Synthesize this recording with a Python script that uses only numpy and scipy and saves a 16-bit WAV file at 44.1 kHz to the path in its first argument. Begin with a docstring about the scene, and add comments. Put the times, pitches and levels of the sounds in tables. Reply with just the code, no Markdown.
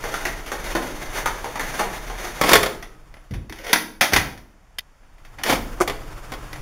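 """A heavy steel exit door bangs shut and is pushed open again, close by in a large hard-walled hall.
After steps and shuffling, the hollow leaf hits its frame, rattles and booms. The closer groans,
the latch snaps and the push bar clunks, ringing its housing. The bar is pushed again, the door
scrapes out of its frame, and outdoor air and a low machine drone come back in.
A few plastic ticks and a dull knock sound very near, almost dry."""
import sys
import numpy as np
from scipy import signal
from scipy.fft import rfft, irfft, next_fast_len
from scipy.io import wavfile
from scipy.ndimage import map_coordinates

SR = 44100
rng = np.random.default_rng(int(sys.argv[2]) if len(sys.argv) > 2 else 0)


def wrap_up_sound(samples):
    """Save the sound to the file named by the first command line argument, as 16-bit audio."""
    columns = np.atleast_2d(samples).T
    # keep every value between -1 and 1, then stretch to whole-number steps
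    tamed = np.clip(columns, -1, 1)
    steps = np.round(tamed * 32767).astype(np.int16)
    wavfile.write(sys.argv[1], SR, steps)


N = 291545
TIME = np.arange(N) / SR  # seconds into the scene
HIT_TIME = np.arange(SR) / SR  # seconds since a hit


# leaf hitting the frame: start_s, level_db, tilt_db_per_octave, rebound_after_s
DOOR_BANGS = [(2.4124, -10.5, 0, 0.024), (2.491, -11, .7, .025), (2.5322, -1, 1, 0.022),
              (2.6304, -14, 0.9, 0.029), (5.497, -14, -2, .028), (5.876, -16.5, -0.5, 0.021),
              (6.319, -25, -0.4, .017)]
# the whole leaf booming: start_s, level_db, tilt_db_per_octave, t60_s
DOOR_BOOMS = [(2.412, -21, 11.5, .2), (2.515, -25.5, -0.5, 0.56), (3.308, -25, 0.5, 0.64),
              (4.122, -22.5, 11, 0.56), (4.164, -26, 0, 0.56), (5.5, -27, 11, 0.79)]
# edge scraping the frame: start_s, end_s, end_level_db, swell_db
DOOR_SCRAPES = [(2.41, 2.522, -12, 15), (5.445, 5.512, -14, 12.2)]
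# ring of the steel leaf: pitch_hz, level_db, t60_s
DOOR_MODES = [(332, -8.5, 0.24), (418, 1.5, .25), (526, 1, 0.27), (703, -6, 0.36), (884, -13, 0.53),
              (1097, 5.5, .16), (1270, -11.5, 0.69), (3330, -2.5, 0.15)]
# tone of the bangs and scrapes: frequency_hz, level_db
DOOR_EQ = [(60, -23.5), (170, -5.5), (400, -0.5), (800, -1), (1500, -4.5), (2200, -3), (2700, -11),
           (3300, -7.5), (4700, -11.5), (6000, -14.5), (8000, -19), (10500, -18), (15000, -21.5)]
# bass weight of the booms: frequency_hz, level_db
BOOM_EQ = [(15, -24.5), (30, -1.5), (48, 4.5), (70, -3.5), (95, -0.5), (140, -3.5), (220, -9.5), (320, -15),
           (500, -22.5), (1500, -60.5), (6000, -96.5)]

def door(bang_t60_s=0.07, rebound_db=-2.5, rebound_db_per_octave=-1.1):
    """The hollow steel leaf scrapes its frame, bangs and booms; each bang has a softer, duller rebound."""
    def bang(tilt):
        impact = coloured(burst(bang_t60_s), DOOR_EQ, tilt)
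        return hall(impact, wet_db=-8) + amp(-20) * ring(DOOR_MODES)

    pressure = sum(stroke(*scrape, t60_s=0.21) for scrape in DOOR_SCRAPES)
    scrapes = pressure * grit(DOOR_EQ, rate_hz=120, rough_db=1.5)
    out = hall(amp(-2) * scrapes, wet_db=-10)
    for start, db, tilt, rebound_after in DOOR_BANGS:
        add(out, start, amp(db) * bang(tilt))
        add(out, start + rebound_after, amp(db + rebound_db) * bang(tilt + rebound_db_per_octave))
    for start, db, tilt, t60 in DOOR_BOOMS:
        add(out, start, amp(db) * coloured(burst(t60), BOOM_EQ, tilt))
    return out


# bolt snaps and bar clunks: start_s, level_db, tilt_db_per_octave, t60_s, recoil_relative_db
LATCH_HITS = [(2.825, -31, -0.5, 0.083, -13), (3.14, -39, -2, 0.047, -2.5), (3.309, -42.5, 0.5, 0.11, 8),
              (3.496, -32.5, 0.7, 0.05, 4), (3.73, -2.5, 0.75, 0.06, -13.5), (4.0099, -9, 0.65, 0.17, -13),
              (4.123, -22.5, -2.5, 0.13, -6), (4.1336, -10, 1.35, 0.098, 2),
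              (4.376, -39.5, 0.5, 0.061, -15), (5.031, -53.5, -4.5, .12, -11.5),
              (5.182, -48.5, -2, 0.032, -15), (5.249, -43, -0.5, 0.093, -12),
              (5.385, -34.5, -2.5, 0.17, -8), (5.435, -16, 2, .05, -6), (6.53, -27.5, 0, 0.048, -7)]
# metal on metal, pressed ever harder until it lets go: start_s, end_s, end_level_db, swell_db
BOLT_SLIDES = [(3.523, 3.63, -45.5, -1.5), (3.633, 3.718, -28, 7)]
# ring of the bar's housing: pitch_hz, level_db, t60_s
HOUSING_MODES = [(313, -12.5, 0.73), (768, -11.5, .22), (1344, -7, 0.38), (1670, -12.5, .2),
                 (1910, -7.5, 0.32), (2030, -3, .15), (2013, -2, 0.23), (2400, -6.5, 0.17),
                 (3320, -6, 0.14), (4680, -13, .16), (6030, -13.5, 0.41), (10150, -9, 0.39),
                 (12500, -20.5, .22), (14000, -17.5, .25)]
# tone of the bolt and bar: frequency_hz, level_db
BAR_EQ = [(80, -20), (300, -8.5), (450, -13.5), (750, -2.5), (1200, -8), (2000, -1), (2800, -10),
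          (3400, -8.5), (4700, -13), (6100, -12), (7500, -25), (10200, -18), (12000, -21), (15000, -23)]

def push_bar(recoil_s=0.028, recoil_db_per_octave=-1.7):
    """The bolt slides over the strike, snaps home and springs back duller; each hit rings the housing."""
    def clunk(t60, tilt):
        impact = coloured(burst(t60), BAR_EQ, tilt)
        return hall(impact, wet_db=-6.5) + amp(-18) * ring(HOUSING_MODES)

    pressure = sum(stroke(*slide, t60_s=0.06) for slide in BOLT_SLIDES)
    slides = pressure * grit(BAR_EQ, rate_hz=200, rough_db=5.5)
    out = hall(amp(-2) * slides, wet_db=2)
    for start, db, tilt, t60, recoil_db in LATCH_HITS:
        add(out, start, amp(db) * clunk(t60, tilt))
        add(out, start + recoil_s, amp(db + recoil_db) * clunk(t60, tilt + recoil_db_per_octave))
    return out


# groans of the closer: start_s, end_s, end_level_db, swell_db, start_pitch_hz
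CLOSER_GROANS = [(3.489, 3.517, -41.5, 1, 410), (3.591, 3.72, -31, 14.5, 562.4)]

def closer(sag_hz_per_s=650, waver=0.17, rough_db=3):
    """The closer sticks and slips as it draws the leaf home: an unsteady, falling tone."""
    out = np.zeros(N)
    for start, end, db, swell_db, hz in CLOSER_GROANS:
        sag = sag_hz_per_s * (np.clip(TIME, start, end) - start)
        pitch = (hz - sag) * (1 + waver * wobble(160))
        tone = np.sin(2 * np.pi * np.cumsum(pitch) / SR)
        rasp = unit(tone * amp(rough_db * wobble(82)))
        out += stroke(start, end, db, swell_db, t60_s=0.07) * rasp
    return hall(out, wet_db=-3.5)


# steps on the hard floor: start_s, level_db, clack_hz
FOOTSTEPS = [(.039, -16.5, 613), (.14, -14, 1350), (.252, -12, 1890), (0.462, -24.5, 3040),
             (.517, -14, 740), (.751, -9, 415), (1.258, -9, 1190), (1.443, -17.5, 684), (1.556, -18, 950),
             (1.595, -13.5, 1690), (1.793, -8, 780), (2.098, -24.5, 870)]
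# dragged soles: start_s, end_s, end_level_db
SOLE_SCUFFS = [(0, .3, -29.5), (.635, .71, -25.5), (.8, .91, -29.5), (.99, 1.04, -28.5),
               (1.12, 1.19, -23.5), (1.298, 1.395, -32.5), (1.624, 1.8, -24.5), (1.92, 1.95, -26.5),
               (2.171, 2.29, -26.5), (2.338, 2.411, -29)]
# tone of shoe on floor: frequency_hz, level_db
SHOE_EQ = [(60, -31.5), (150, -12), (270, -8.5), (450, -7), (850, -6.5), (1210, -9.5), (2050, -7.5),
           (2700, -16), (4000, -16), (5200, -21.5), (6200, -15), (7500, -25.5), (10000, -22),
           (15000, -27.5)]

def feet(step_t60_s=0.074, sole_delay_s=0.014, neutral_clack_hz=1080, clack_width_hz=480):
    """The heel strikes and the sole slaps just after, with a tuned clack; shoes shuffle in between."""
    scuffs = [stroke(*scuff, swell_db=1, t60_s=0.35) for scuff in SOLE_SCUFFS]
    shuffle = stroke(start_s=0, end_s=2.7, end_db=-33.5, swell_db=1, t60_s=0.35)
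    friction = np.max(scuffs + [shuffle], axis=0) * grit(SHOE_EQ, rate_hz=64, rough_db=2)
    out = hall(amp(-5) * friction, wet_db=-7)
    for start, db, hz in FOOTSTEPS:
        contacts = burst(step_t60_s)
        add(contacts, sole_delay_s, amp(-5) * burst(step_t60_s))
        tilt = 0.68 * np.log2(hz / neutral_clack_hz)  # a higher clack makes a brighter step
        step = coloured(contacts, SHOE_EQ, tilt)
        clack = signal.lfilter(*signal.iirpeak(hz, hz / clack_width_hz, SR), step)
        add(out, start, amp(db - 9) * hall(step + amp(4) * clack, wet_db=-2))
    return out


# small plastic ticks: start_s, level_db, t60_s
PLASTIC_TICKS = [(4.785, -17, 0.03), (4.7886, -15, 0.0093), (4.792, -19, 0.012), (4.805, -40, 0.031)]
# brief ring of the plastic: pitch_hz, level_db, t60_s
PLASTIC_MODES = [(1990, -3, .025), (3070, 1, 0.02), (3650, 2, 0.016), (4330, -10, 0.019)]
# tone of a tick: frequency_hz, level_db
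PLASTIC_EQ = [(200, -19), (1000, -16), (1900, -6.5), (3300, -2), (4600, -4.5), (6000, -12), (8000, -19),
              (11500, -11), (15000, -19.5)]

def plastic_ticks():
    """Light plastic contacts, so near that the hall hardly answers."""
    out = np.zeros(N)
    for start, db, t60 in PLASTIC_TICKS:
        tick = amp(-2) * coloured(burst(t60), PLASTIC_EQ) + amp(-9) * ring(PLASTIC_MODES)
        add(out, start, amp(db) * hall(tick, wet_db=-39))
    return out


# a knock and its bounce: start_s, level_db, t60_s
KNOCK_HITS = [(5.8025, -12, 0.016), (5.8087, -4.5, 0.013), (5.813, -8, 0.085)]
# body of the knock: pitch_hz, level_db, t60_s
KNOCK_BODY_MODES = [(352, 3.5, 0.075), (600, -2.5, 0.055), (1210, 4.5, 0.016)]
# tone of the knock: frequency_hz, level_db
KNOCK_EQ = [(100, -27), (330, -7.5), (700, 1.5), (1300, -10), (2200, -14.5), (4000, -26.5), (7000, -19),
            (10000, -25), (15000, -31)]

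def dull_knock():
    """Quick, damped contacts merge into one close-up knock."""
    out = np.zeros(N)
    for start, db, t60 in KNOCK_HITS:
        knock = amp(-4) * coloured(burst(t60), KNOCK_EQ) + amp(-7) * ring(KNOCK_BODY_MODES)
        add(out, start, amp(db) * hall(knock, wet_db=-16.5))
    return out


# tone of the open air: frequency_hz, level_db
OUTDOOR_EQ = [(47, -33.5), (80, -1.5), (127, -4.5), (263, -20.5), (300, -10.5), (358, -14.5), (1260, -13),
              (2230, -20.5), (3950, -27.5), (5880, -28.5), (7830, -30), (15500, -36.5)]

def outdoor_air():
    """A wash of outdoor noise, let in by the doorway."""
    opening = doorway(before_db=-43.5, after_db=-41, fade_db_per_s=13)
    return opening * grit(OUTDOOR_EQ, rate_hz=49, rough_db=1.8)


# tones of the machine: pitch_hz, level_db
MACHINE_HUM = [(37, -6.5), (134, -16.5), (301.5, -18.5)]
# its low rumble: frequency_hz, level_db
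DRONE_EQ = [(12, -7), (24, 7.5), (32, -12), (36, 11.5), (42, -8.5), (60, -9.5), (90, -22.5), (130, -27.5),
            (190, -36.5), (500, -60)]

def machine():
    """A machine drones and hums outside, lingering longer than the air as the door shuts."""
    hum = sum(amp(db) * np.sin(2 * np.pi * hz * TIME + 0.62 * wobble(5)) for hz, db in MACHINE_HUM)
    drone = amp(-2) * grit(DRONE_EQ, rate_hz=23, rough_db=3)
    return doorway(before_db=-34.5, after_db=-33.5, fade_db_per_s=10.5) * (drone + hum)


# tone of the quiet building: frequency_hz, level_db
ROOM_TONE_EQ = [(12, -33), (20, 7), (49, -7), (76, -11), (95, -18), (191, -22), (324, -29.5), (725, -23.5),
                (1820, -29.5), (3960, -41), (6020, -39), (15500, -52.5)]

def room_tone():
    """The building's steady, bass-heavy hush."""
    return amp(-50.5) * unit(coloured(rng.standard_normal(N), ROOM_TONE_EQ))


# reverb decay: frequency_hz, t60_s
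HALL_DECAY = [(60, 0.57), (200, 0.99), (500, 0.54), (2000, 0.4), (5000, 0.39), (14000, 0.41)]

def hall(x, wet_db, build_s=0.003):
    """x plus the reverb of the hard walls, which dies faster in the treble."""
    hz, t, noise = signal.stft(rng.standard_normal(SR), SR, nperseg=256)
    decay = np.exp(-np.log(1000) * t / along(HALL_DECAY, hz)[:, None])
    tail = signal.istft(noise * decay, SR)[1][:SR] * attack(build_s)
    return x + amp(wet_db) * signal.fftconvolve(x, tail / np.linalg.norm(tail))[:len(x)]


def doorway(before_db, after_db, fade_db_per_s, shut_s=2.1, open_s=5.512, swell_db_per_s=56.5):
    """Gain of an outside sound: it fades as the door shuts and swells back as it opens."""
    closing = amp(before_db - fade_db_per_s * np.maximum(TIME - shut_s, 0))
    opening = amp(after_db - swell_db_per_s * np.maximum(open_s - TIME, 0))
    return closing + opening


def stroke(start_s, end_s, end_db, swell_db, t60_s, attack_s=0.0084):
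    """Envelope of one slide: it takes hold, swells from start to end, then dies away."""
    grip = 1 - np.exp(-np.maximum(TIME - start_s, 0) / attack_s)
    swell = amp(end_db + np.interp(TIME, [start_s, end_s], [-swell_db, 0]))
    release = np.exp(-np.log(1000) * np.maximum(TIME - end_s, 0) / t60_s)
    return grip * swell * release


def burst(t60_s, attack_s=0.00043):
    """The dense chatter of one contact, dying away."""
    return rng.standard_normal(SR) * fade(t60_s) * attack(attack_s)


def ring(modes, scatter_db=3, detune=0.003, attack_s=0.001):
    """Modes struck at new strengths and slightly new pitches each time."""
    tones = np.zeros(SR)
    for hz, db, t60 in modes:
        strength, drift, phase = rng.standard_normal(3)
        cycles = hz * (1 + detune * drift) * HIT_TIME + phase
        tones += amp(db + scatter_db * strength) * fade(t60) * np.sin(2 * np.pi * cycles)
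    return tones * attack(attack_s)


def grit(eq, rate_hz, rough_db):
    """Coloured noise of rms 1 whose level flutters at random."""
    return unit(coloured(rng.standard_normal(N) * amp(rough_db * wobble(rate_hz)), eq))


def coloured(x, eq, tilt=0):
    """x through a causal EQ of unit power gain, tilted above 200 Hz in dB per octave."""
    size = 2 * next_fast_len(len(x) // 2 + SR // 8)
    hz = np.fft.rfftfreq(size, 1 / SR)
    gain = unit(amp(along(eq, hz) + tilt * np.log2(np.maximum(hz, 200))))
    # minimum phase, so nothing rings ahead of a hit
    cepstrum = irfft(np.log(gain + 1e-6))
    cepstrum[1:size // 2] *= 2
    cepstrum[size // 2 + 1:] = 0
    return irfft(rfft(x, size) * np.exp(rfft(cepstrum)), size)[:len(x)]


def attack(rise_s):
    """The onset of a hit."""
    return 1 - np.exp(-HIT_TIME / rise_s)


def fade(t60_s):
    """Exponential decay after a hit."""
    return np.exp(-np.log(1000) * HIT_TIME / t60_s)


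def wobble(rate_hz):
    """A smooth random curve with rate_hz knots a second."""
    return map_coordinates(rng.standard_normal(N // 50), [TIME * rate_hz], mode="wrap")


def along(points, hz):
    """A curve of (Hz, value) points, read on a log axis."""
    frequencies, values = np.transpose(points)
    return np.interp(np.log(hz + 1), np.log(frequencies + 1), values)


def add(track, start_s, sound):
    """Mix a sound into the track."""
    part = track[round(start_s * SR):][:len(sound)]
    part += sound[:len(part)]


def amp(db):
    """Decibels to gain."""
    return 10 ** (np.asarray(db) / 20)


def unit(x):
    """x at rms 1."""
    return x / np.sqrt(np.mean(x ** 2) + 1e-20)


def scene():
    """The mono mix: foley over a bed of ambience."""
    foley = feet() + door() + closer() + push_bar() + plastic_ticks() + dull_knock()
    ambience = outdoor_air() + machine() + room_tone()
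    return (foley + ambience)[None]


# narrow dips in the treble at 4, 8 and 12 kHz: centre_hz, width_hz, gain_db
TREBLE_NOTCHES = [(4008, 140, -9.5), (8070, 310, -11), (12000, 180, -8.5)]

def record(dry, top_hz=15700):
    """The treble is notched, the loudest hits soft-clip, and a steep low-pass cuts the top."""
    size = next_fast_len(N + SR // 2)
    hz = np.fft.rfftfreq(size, 1 / SR)
    notches_db = sum(db * np.exp(-((hz - centre) / width) ** 2) for centre, width, db in TREBLE_NOTCHES)
    notched = irfft(rfft(dry, size) * amp(notches_db), size)
    clipped = notched / (1 + np.abs(notched) ** 8) ** (1 / 8)
    return irfft(rfft(clipped) / (1 + (hz / top_hz) ** 140), size)[:, :N]


dry = scene()
out = record(dry)
wrap_up_sound(out)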